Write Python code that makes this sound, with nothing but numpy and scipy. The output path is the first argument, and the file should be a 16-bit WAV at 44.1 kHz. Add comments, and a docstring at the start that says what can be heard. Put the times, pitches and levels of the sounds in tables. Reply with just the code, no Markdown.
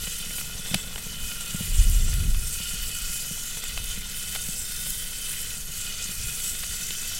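"""A thick piece of meat sizzles on the grate of a round charcoal grill outdoors, in mono from just above.
The crust is dense ringing bubbles, steam jets and crackle; juice boils through the bowl's resonances.
Beads fizz, steam sings in narrow bands, fat spits as noise bursts, droplets tick and drips flare as soft pushes.
Shaped noise and clicks make the fire's murmur; low noise is a breeze, a strong gust and several light ones.
"""
import sys
import numpy as np
from scipy import signal
from scipy.fft import rfft, irfft, next_fast_len
from scipy.io import wavfile
from scipy.ndimage import uniform_filter1d, map_coordinates

SR = 44100
rng = np.random.default_rng(int(sys.argv[2]) if len(sys.argv) > 2 else 0)


def unload_audio(sound):
    """Save the sound as a 16-bit wav file, at the path given as the first command line argument."""
    columns = np.transpose(np.atleast_2d(sound))
    # keep every value between -1 and 1, then stretch to whole-number steps
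    steps = np.round(np.clip(columns, -1, 1) * 32767)
    wavfile.write(sys.argv[1], SR, steps.astype(np.int16))


N = 317079

# Resonances of the grill's bowl. Each row: frequency in Hz, bandwidth in Hz, relative level in dB.
BOWL_MODES = [(473, 79, -8), (697, 100, -10.5), (1441, 59, 6.5), (1920, 44, -1), (2065, 57, -0.5),
              (2581, 54, 7), (2994, 174, 7.5), (3316, 104, 1), (3575, 52, 5), (3977, 58, 2.5),
              (4450, 81, 0.5), (4970, 110, -16.5)]


def from_db(db):
    """Amplitude ratio: 20 dB is a factor of ten."""
    return 10 ** (np.asarray(db) / 20)


def rms_one(x):
    """Normalise to unit mean square, so that a gain sets the power."""
    return x / np.sqrt(np.mean(x ** 2) + 1e-20)


def in_time(rows):
    """Linear interpolation of a curve at every sample."""
    return np.interp(np.arange(N) / SR, *np.transpose(rows))


def drift(corner_hz):
    """Slow random modulation of unit power: noise through a double real pole."""
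    step = 40   # samples from one computed value to the next
    pole = np.exp(-2 * np.pi * corner_hz * step / SR)
    noise = rng.standard_normal(N // step + 2002)
    slow = signal.lfilter([1], [1, -2 * pole, pole * pole], noise)[2000:]   # past the filter's onset
    return np.interp(np.arange(N) / step, np.arange(len(slow)), rms_one(slow))


def coloured(x, spectrum):
    """Zero-phase spectral shaping, with dB interpolated over log frequency."""
    hz, db = np.transpose(spectrum)
    size = next_fast_len(2 * len(x))
    bins = np.maximum(np.fft.rfftfreq(size, 1 / SR), 1)
    gain = from_db(np.interp(np.log(bins), np.log(hz), db))
    return irfft(rfft(x, size) * gain, size)[:len(x)]


def cut(x, hz, kind, order=2):
    """Causal low- or high-pass with a maximally flat passband."""
    sections = signal.butter(order, min(hz, .45 * SR), kind, fs=SR, output="sos")
    return signal.sosfilt(sections, x)


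def resonance(x, hz, width_hz):
    """Damped oscillator: a pole pair whose bandwidth sets the decay; the peak gain is about 1."""
    r = np.exp(-np.pi * width_hz / SR)
    zeros = np.array([1, 0, -1]) * (1 - r * r) / 2
    poles = [1, -2 * r * np.cos(2 * np.pi * hz / SR), r * r]
    return signal.lfilter(zeros, poles, x + 1e-18)


def add(out, s, sound, peak_db):
    """Superposition: place a short sound at a time, scaled to a peak."""
    room = out[round(s * SR):][:len(sound)]
    scaled = from_db(peak_db) * sound / np.abs(sound).max()
    room += scaled[:len(room)]


def swell(start, end, fade_s):
    """Trapezoidal envelope with linear ramps inside its two ends."""
    t = np.arange(N) / SR
    return np.clip(np.minimum(t - start, end - t) / fade_s, 0, 1)


def hump(s, length):
    """Half-cosine envelope, centred on a time."""
    return np.cos(np.pi * np.clip((np.arange(N) / SR - s) / length, -.5, .5))


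def wall_echo(x, share):
    """Single reflection from the wall of the bowl, delayed by the round trip."""
    round_trip_s = .00197
    return x + share * np.pad(x, (round(round_trip_s * SR), 0))[:N]


def bursts(per_s, spread_db, clump_db):
    """Bursting bubbles as random impulses: mostly small, a few large, with fluctuating strength."""
    sizes = from_db(spread_db * np.minimum(rng.exponential(1, N), 6)) * rng.choice([-1, 1], N)
    born = rng.random(N) < per_s / SR
    return rms_one(sizes * born * from_db(clump_db * drift(33.4)))


def bubbles(low_hz, high_hz, per_s, spread_db, sharpness, patchy_db, count=16):
    """Bubbles as damped resonators: each size rings briefly and waxes and wanes by itself."""
    out = np.zeros(N)
    for hz in np.geomspace(low_hz, min(high_hz, .45 * SR), count):
        clicks = bursts(per_s / count, spread_db, clump_db=5.0) * from_db(patchy_db * drift(10.0))
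        out += resonance(clicks, hz, hz / sharpness)
    return rms_one(out)


def eddies(colour):
    """Turbulence as shaped noise, levelled by its local root mean square over a ninth of a second."""
    noise = coloured(rng.standard_normal(N), colour)
    return noise / np.sqrt(uniform_filter1d(noise ** 2, size=SR // 9))


def wind():
    """Turbulent pressure on the microphone: large eddies rumble, small fast ones flutter, a breeze sways."""
    # Each row of the three colours: frequency in Hz, relative level in dB.
    breeze_colour = [(3, -22), (11, 4.5), (20, -5), (30, -16), (55, -18), (80, -20.5), (120, -32),
                     (300, -53), (2000, -90)]
    gust_colour = [(6, -10.5), (18, -1.5), (30, 6.5), (55, -2.5), (80, -10.5), (120, -22.5), (200, -30.5),
                   (400, -54), (2000, -92)]
    flutter_colour = [(20, -13), (50, -0.5), (70, 4.5), (110, -4), (170, -10.5), (260, -24.5), (430, -34),
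                      (800, -48), (2000, -66)]
    # The strong gust. Each row: time in seconds, rumble and flutter in dB before their trims.
    strong_gust = [(1.64, -44, -42), (1.768, -17.5, -45), (2.066, -22.5, -36.5), (2.24, -29, -29.5),
                   (2.36, -19, -41), (2.444, -36, -39), (2.458, -35, -49), (2.52, -37.5, -52)]
    # Smooth swells. Each row: centre in seconds, length in seconds, rumble in dB, flutter in dB.
    light_gusts = [(1.247, 0.14, -34.5, -58), (2.81, 0.36, -35, -53), (3.063, 0.18, -33.5, -53),
                   (3.855, 0.47, -36, -48), (4.92, 0.32, -43, -53), (5.68, .3, -46, -60),
                   (6.244, 0.18, -40, -39)]
    rumble_trim_db, flutter_trim_db, fade_s = 2.5, 4, 0.093
    breeze_db, breeze_eddies_db = -38, -59.5

    t = np.arange(N) / SR
    s, rumble_db, flutter_db = np.transpose(strong_gust)
    blowing = swell(s[0] - fade_s, s[-1] + fade_s, fade_s)
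    rumble = from_db(breeze_eddies_db) + blowing * from_db(np.interp(t, s, rumble_db) + rumble_trim_db)
    flutter = blowing * from_db(np.interp(t, s, flutter_db) + flutter_trim_db)
    for when, length, low_db, high_db in light_gusts:
        rumble = rumble + hump(when, length) * from_db(low_db)
        flutter = flutter + hump(when, length) * from_db(high_db)
    breeze = from_db(breeze_db) * eddies(breeze_colour)
    return breeze + rumble * eddies(gust_colour) + flutter * eddies(flutter_colour)


def flames():
    """Combustion noise: the coals murmur low, and a growing draught raises rustle faster than murmur."""
    # Draught of the fire. Each row: time in seconds, level in dB before the gains of the two layers.
    draught = [(0.0, -47.5), (0.92, -44), (1.62, -46), (2.84, -48), (3.8, -47), (5.89, -47.5), (7.19, -48)]
    # Each row of the two colours: frequency in Hz, relative level in dB.
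    murmur_colour = [(30, 5), (110, -1.5), (175, 2), (240, -7), (320, -21.5), (450, -11), (600, -23),
                     (1100, -31), (4000, -33)]
    rustle_colour = [(200, -18), (350, -4), (500, 5), (700, 1.5), (1000, 4.5), (1800, -12), (4000, -15.5)]

    draught_db = in_time(draught)
    murmur = rng.standard_normal(N) + from_db(-2.5) * bursts(per_s=80, spread_db=1.5, clump_db=3.0)
    rustle = bursts(per_s=500, spread_db=3.0, clump_db=2.0)
    flaring = from_db(draught_db - draught_db.max())
    murmur = from_db(2) * rms_one(coloured(murmur, murmur_colour))
    rustle = from_db(-10.0) * flaring * rms_one(coloured(rustle, rustle_colour))
    return from_db(draught_db) * (murmur + rustle)


def puffs():
    """Cavity excitation: a drip catches fire and its push of air booms in the grill's belly."""
    # Drips flaring on the coals. Each row: start in seconds, peak in dB.
    flares = [(0.074, -31), (0.262, -33), (0.592, -34), (0.712, -24.5), (0.736, -22.5), (0.751, -21.5),
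              (1.136, -35.5), (1.269, -45), (1.544, -21.5), (1.606, -22), (2.602, -32), (2.735, -31.5),
              (3.309, -28), (3.974, -30.5), (4.486, -27.5)]
    rise_s, fall_s = 0.001, 0.0024
    belly_hz, belly_width_hz, boom_top_hz = 180, 49, 265
    knock_db = -9   # the push also knocks on the bowl

    out, t = np.zeros(N), np.arange(SR // 10) / SR
    push = np.exp(-t / fall_s) * (1 - np.exp(-t / rise_s))
    for s, db in flares:
        pitch = belly_hz * from_db(0.26 * rng.standard_normal())   # varies by about 3 %
        boom = cut(resonance(push, pitch, belly_width_hz), boom_top_hz, "low", order=3)
        knock = resonance(push, 510, 120) - from_db(-3) * resonance(push, 900, 400)
        add(out, s, boom + from_db(knock_db) * knock, db)
    return out


def steam():
    """Resonant flow noise: steam escapes through narrow gaps between meat and bar with a hoarse note."""
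    # Each row: start in seconds, end in seconds, pitch in Hz, level in dB.
    notes = [(0.0, 0.502, 3060, -48), (0.523, 0.967, 3470, -45.5), (1.0, 1.402, 3020, -45),
             (1.22, 1.75, 1392, -52), (2.0, 2.3, 4020, -51), (2.473, 3.402, 2525, -49),
             (2.498, 3.502, 3016, -46.5), (2.55, 3.253, 4550, -49), (3.447, 3.748, 3390, -51),
             (4.05, 4.457, 3060, -49), (4.55, 5.08, 3620, -49), (4.447, 5.05, 5180, -49),
             (4.697, 5.55, 3090, -50), (5.71, 6.5, 2500, -49), (5.75, 6.55, 4510, -50.5)]
    relative_width, fade_s = 0.026, 0.13   # bandwidth as a share of the pitch; rise and fall

    out = np.zeros(N)
    for start, end, hz, db in notes:
        width = relative_width * hz
        note = resonance(resonance(rng.standard_normal(N), hz, width), hz, 4 * width)
        out += from_db(db) * rms_one(note) * swell(start, end, fade_s)
    return out


def ticks():
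    """Impulsive vaporisation: droplets snap on the hot iron as fast-decaying, bright noise."""
    # Each row: start in seconds, peak in dB.
    snaps = [(0.745, -7), (1.696, -24), (1.899, -15), (2.14, -16), (3.64, -18), (3.842, -17), (4.3487, -15),
             (4.905, -13), (7.076, -20)]
    out, t = np.zeros(N), np.arange(SR // 50) / SR
    for s, db in snaps:
        snap = rng.standard_normal(len(t)) * np.exp(-t / .0007)
        add(out, s, resonance(snap, 11000, 7000), db)
    return out


def spits():
    """Explosive boiling: a drop of fat cracks, then its short spatter rings faintly in the bowl's modes."""
    # Each row: start in seconds, peak in dB, length of the spatter in seconds, top edge in Hz.
    explosions = [(0.071, -24, 0.0082, 4000), (0.308, -29, 0.0033, 3000), (0.382, -23, 0.011, 7000),
                  (0.412, -26.5, 0.0027, 2200), (0.661, -23.5, 0.0039, 5000), (0.743, -8.5, 0.0059, 6500),
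                  (0.959, -22, 0.0028, 3800), (0.979, -28, 0.0061, 3500), (1.316, -27.5, 0.0056, 4500),
                  (2.346, -25.5, 0.0049, 6000), (3.572, -26, 0.0059, 4000), (3.637, -26, 0.0041, 5000),
                  (3.7761, -16.5, 0.0025, 5400), (4.3512, -18, 0.0047, 11000), (4.359, -20.5, 0.0065, 9000),
                  (6.632, -26.5, 0.011, 6500), (6.907, -18, 0.0017, 5600)]
    crack_db = 13.5   # relative to the starting spread of the spatter

    out, t = np.zeros(N), np.arange(SR // 10) / SR
    for s, db, length, top_hz in explosions:
        spatter = rng.standard_normal(len(t)) * np.exp(-(t / length) ** 2)
        spatter[0] += from_db(crack_db)
        # a broad resonance over a wideband body
        sound = resonance(spatter, 2440, 2200) + from_db(-3.5) * cut(spatter, 230, "high")
        sound = cut(sound, top_hz, "low", order=3)
        rings = sum(resonance(sound, hz, width) * from_db(mode_db) for hz, width, mode_db in BOWL_MODES)
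        add(out, s, sound + .4 * rings, db)
    return out


def squirts():
    """Rapid boiling: a bead of juice meets the iron and fizzes away in a band of very dense bubbles."""
    # Each row: centre in seconds, length in seconds, level in dB, centre of the band in Hz.
    beads = [(0.385, .06, -40, 11500), (1.67, .08, -41, 10000), (1.795, 0.044, -33, 7000),
             (1.91, .08, -36, 10000), (3.136, .1, -36, 10000), (4.9, 0.13, -38, 11000),
             (5.42, 0.042, -34, 10500), (5.775, .05, -38, 12000), (6.039, 0.063, -33, 6800),
             (6.714, .08, -41, 8500)]
    relative_width = 0.47   # of the narrower resonance, as a share of the centre

    out, fizz = np.zeros(N), bursts(per_s=26000, spread_db=4.5, clump_db=-0.5)
    for s, length, db, hz in beads:
        width = relative_width * hz
        band = resonance(resonance(fizz, hz, width), hz, 2 * width)
        out += from_db(db) * rms_one(band) * hump(s, length)
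    return out


def juice():
    """Modal excitation: juice boiling on the bars is heard directly and through the bowl's resonances."""
    # Each row: time in seconds, level in dB before the gains of the two paths.
    boil_level = [(0.0, -36), (0.6, -38.5), (0.72, -32.5), (0.84, -39), (2.02, -36), (2.36, -39),
                  (2.62, -37), (3.9, -37.5), (4.36, -36.5), (4.56, -38), (4.88, -35.3), (4.98, -37),
                  (5.44, -35.5), (5.64, -42), (5.86, -35.5), (6.56, -36.5), (7.1, -34), (7.18, -37)]
    # Strongest low resonance from above, used relative to its mean. Each row: time in seconds, pitch in Hz.
    bowl_pitch = [(0.0, 1427), (0.46, 1428), (0.76, 1466), (1.06, 1411), (3.08, 1420), (4.98, 1471),
                  (5.97, 1416), (7.19, 1461)]
    # Each row: frequency in Hz, relative level in dB.
    boil_colour = [(250, 15.5), (900, -26), (1700, 0.5), (2800, -0.5), (4500, -3), (6000, 4.5),
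                   (10000, -34)]
    ring_db, direct_db = -4, -7.5

    clicks = bursts(per_s=9000, spread_db=3.0, clump_db=1.68)
    # the boiling spots wander, so each resonance is fed now more, now less
    rings = sum(resonance(clicks * from_db(db + 1.55 * drift(1.6)), hz, width)
                for hz, width, db in BOWL_MODES)
    # all resonances slide a little as the microphone sways over the bowl
    pitch = in_time(bowl_pitch)
    rings = map_coordinates(rings, [np.cumsum(pitch / pitch.mean())], order=3, mode="mirror")
    direct = bubbles(860, 7150, per_s=9000, spread_db=1.0, sharpness=3.4, patchy_db=0.0)
    direct = wall_echo(coloured(direct, boil_colour), share=0.27)
    paths = from_db(ring_db) * rms_one(rings) + from_db(direct_db) * rms_one(direct)
    return from_db(in_time(boil_level)) * paths


def pores(count=320):
    """Jet noise: pores in the crust open for a moment, each hissing at a pitch of its own."""
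    out = np.zeros(N)
    for when, lasting, pitch, strength in rng.random((count, 4)):
        size = int((.08 + .3 * lasting) * SR)
        jet = resonance(rng.standard_normal(size), 4500 * 2.7 ** pitch, 160)
        add(out, when * (N - 1) / SR, jet * np.hanning(size), -6 * strength)
    return rms_one(out)


def tilted(x, tilt_db):
    """Spectral tilt: a seesaw between the lower and the upper part of the sizzle."""
    upper = coloured(x, [(6500, -40), (7500, -14), (8300, -4), (9200, 0)])   # Hz, dB
    return (x - upper) * from_db(-tilt_db / 2) + upper * from_db(tilt_db / 2)


def crust():
    """Boiling noise: ringing bubbles, tiny jets and dry crackle, louder and brighter with the vigour."""
    # Vigour, as juice reaches the hot crust, used relative to its mean. Each row: time in seconds, level in dB.
    vigour = [(0.0, -31), (0.24, -33.5), (0.38, -30), (0.5, -36.5), (0.74, -33.5), (0.88, -38.5),
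              (1.0, -35), (1.16, -37), (1.28, -32.3), (1.38, -34.5), (1.6, -31), (1.96, -31), (2.34, -34.5),
              (2.46, -31), (3.18, -30.5), (3.8, -34.5), (3.94, -32), (4.06, -36.4), (4.16, -31.5),
              (5.0, -30.5), (5.14, -32.5), (5.28, -30), (5.64, -35.5), (5.8, -30), (5.92, -35), (6.48, -28),
              (6.58, -32.0), (7.18, -30)]
    # Slow changes of brightness. Each row: time in seconds, treble tilt in dB before the vigour's share.
    brightness = [(0.0, 0), (1.0, 0), (1.55, 1.5), (2.4, -0.5), (2.85, 1), (3.6, -1), (4.95, 3),
                  (5.45, 1.5), (5.95, -4), (6.2, 1), (7.19, -3.5)]
    # Each row of the two colours: frequency in Hz, relative level in dB.
    sear_colour = [(600, -36), (1300, -24), (3000, -8.5), (5000, -7.5), (6200, -4), (7300, 0), (8300, 0),
                   (10000, -4), (12000, -14), (16000, -4.5)]
    spray_colour = [(4000, -47), (8000, -10.5), (11000, 4), (13000, 2.5), (15800, -15.5)]
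    # levels at mean vigour (dB); gain and tilt in dB per dB of vigour
    sear_db, sear_follows, tilt_follows = -36, 1.14, 0.2
    spray_db, spray_follows = -43, 0.8
    # random level changes: spread (dB), corner (Hz)
    sputter_db, sputter_hz = 0.88, 28
    flurry_db, flurry_hz = 0.55, 12

    vigour_db = in_time(vigour) - in_time(vigour).mean()
    fizz = bubbles(4400, 14050, per_s=20000, spread_db=1.0, sharpness=5.2, patchy_db=0.1)
    crackle = bursts(per_s=8200, spread_db=1.5, clump_db=1.9)
    voices = coloured(fizz + from_db(-3) * crackle + from_db(-5.0) * pores(), sear_colour)
    sear = rms_one(tilted(voices, in_time(brightness) + tilt_follows * vigour_db))
    sear = sear * from_db(sear_db + sear_follows * vigour_db)

    mist = bursts(per_s=9500, spread_db=3.5, clump_db=1.5)
    spray = rms_one(coloured(mist + from_db(-8.5) * crackle, spray_colour))
    spray = spray * from_db(spray_db + spray_follows * vigour_db + flurry_db * drift(flurry_hz))
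    return wall_echo(sear + spray, share=0.08) * from_db(sputter_db * drift(sputter_hz))


def scene():
    """Superposition of all sources at one microphone; both channels are alike."""
    meat = crust() + squirts() + juice() + steam() + spits() + ticks()
    return np.tile(meat + flames() + puffs() + wind(), (2, 1))


def record(dry):
    """Band limiting: a steep elliptic low-pass cuts the top above 15850 Hz."""
    low_pass = signal.ellip(12, .1, 80, 15850, fs=SR, output="sos")   # 0.1 dB ripple, 80 dB stopband
    return signal.sosfilt(low_pass, dry)


dry = scene()
out = record(dry)
unload_audio(out)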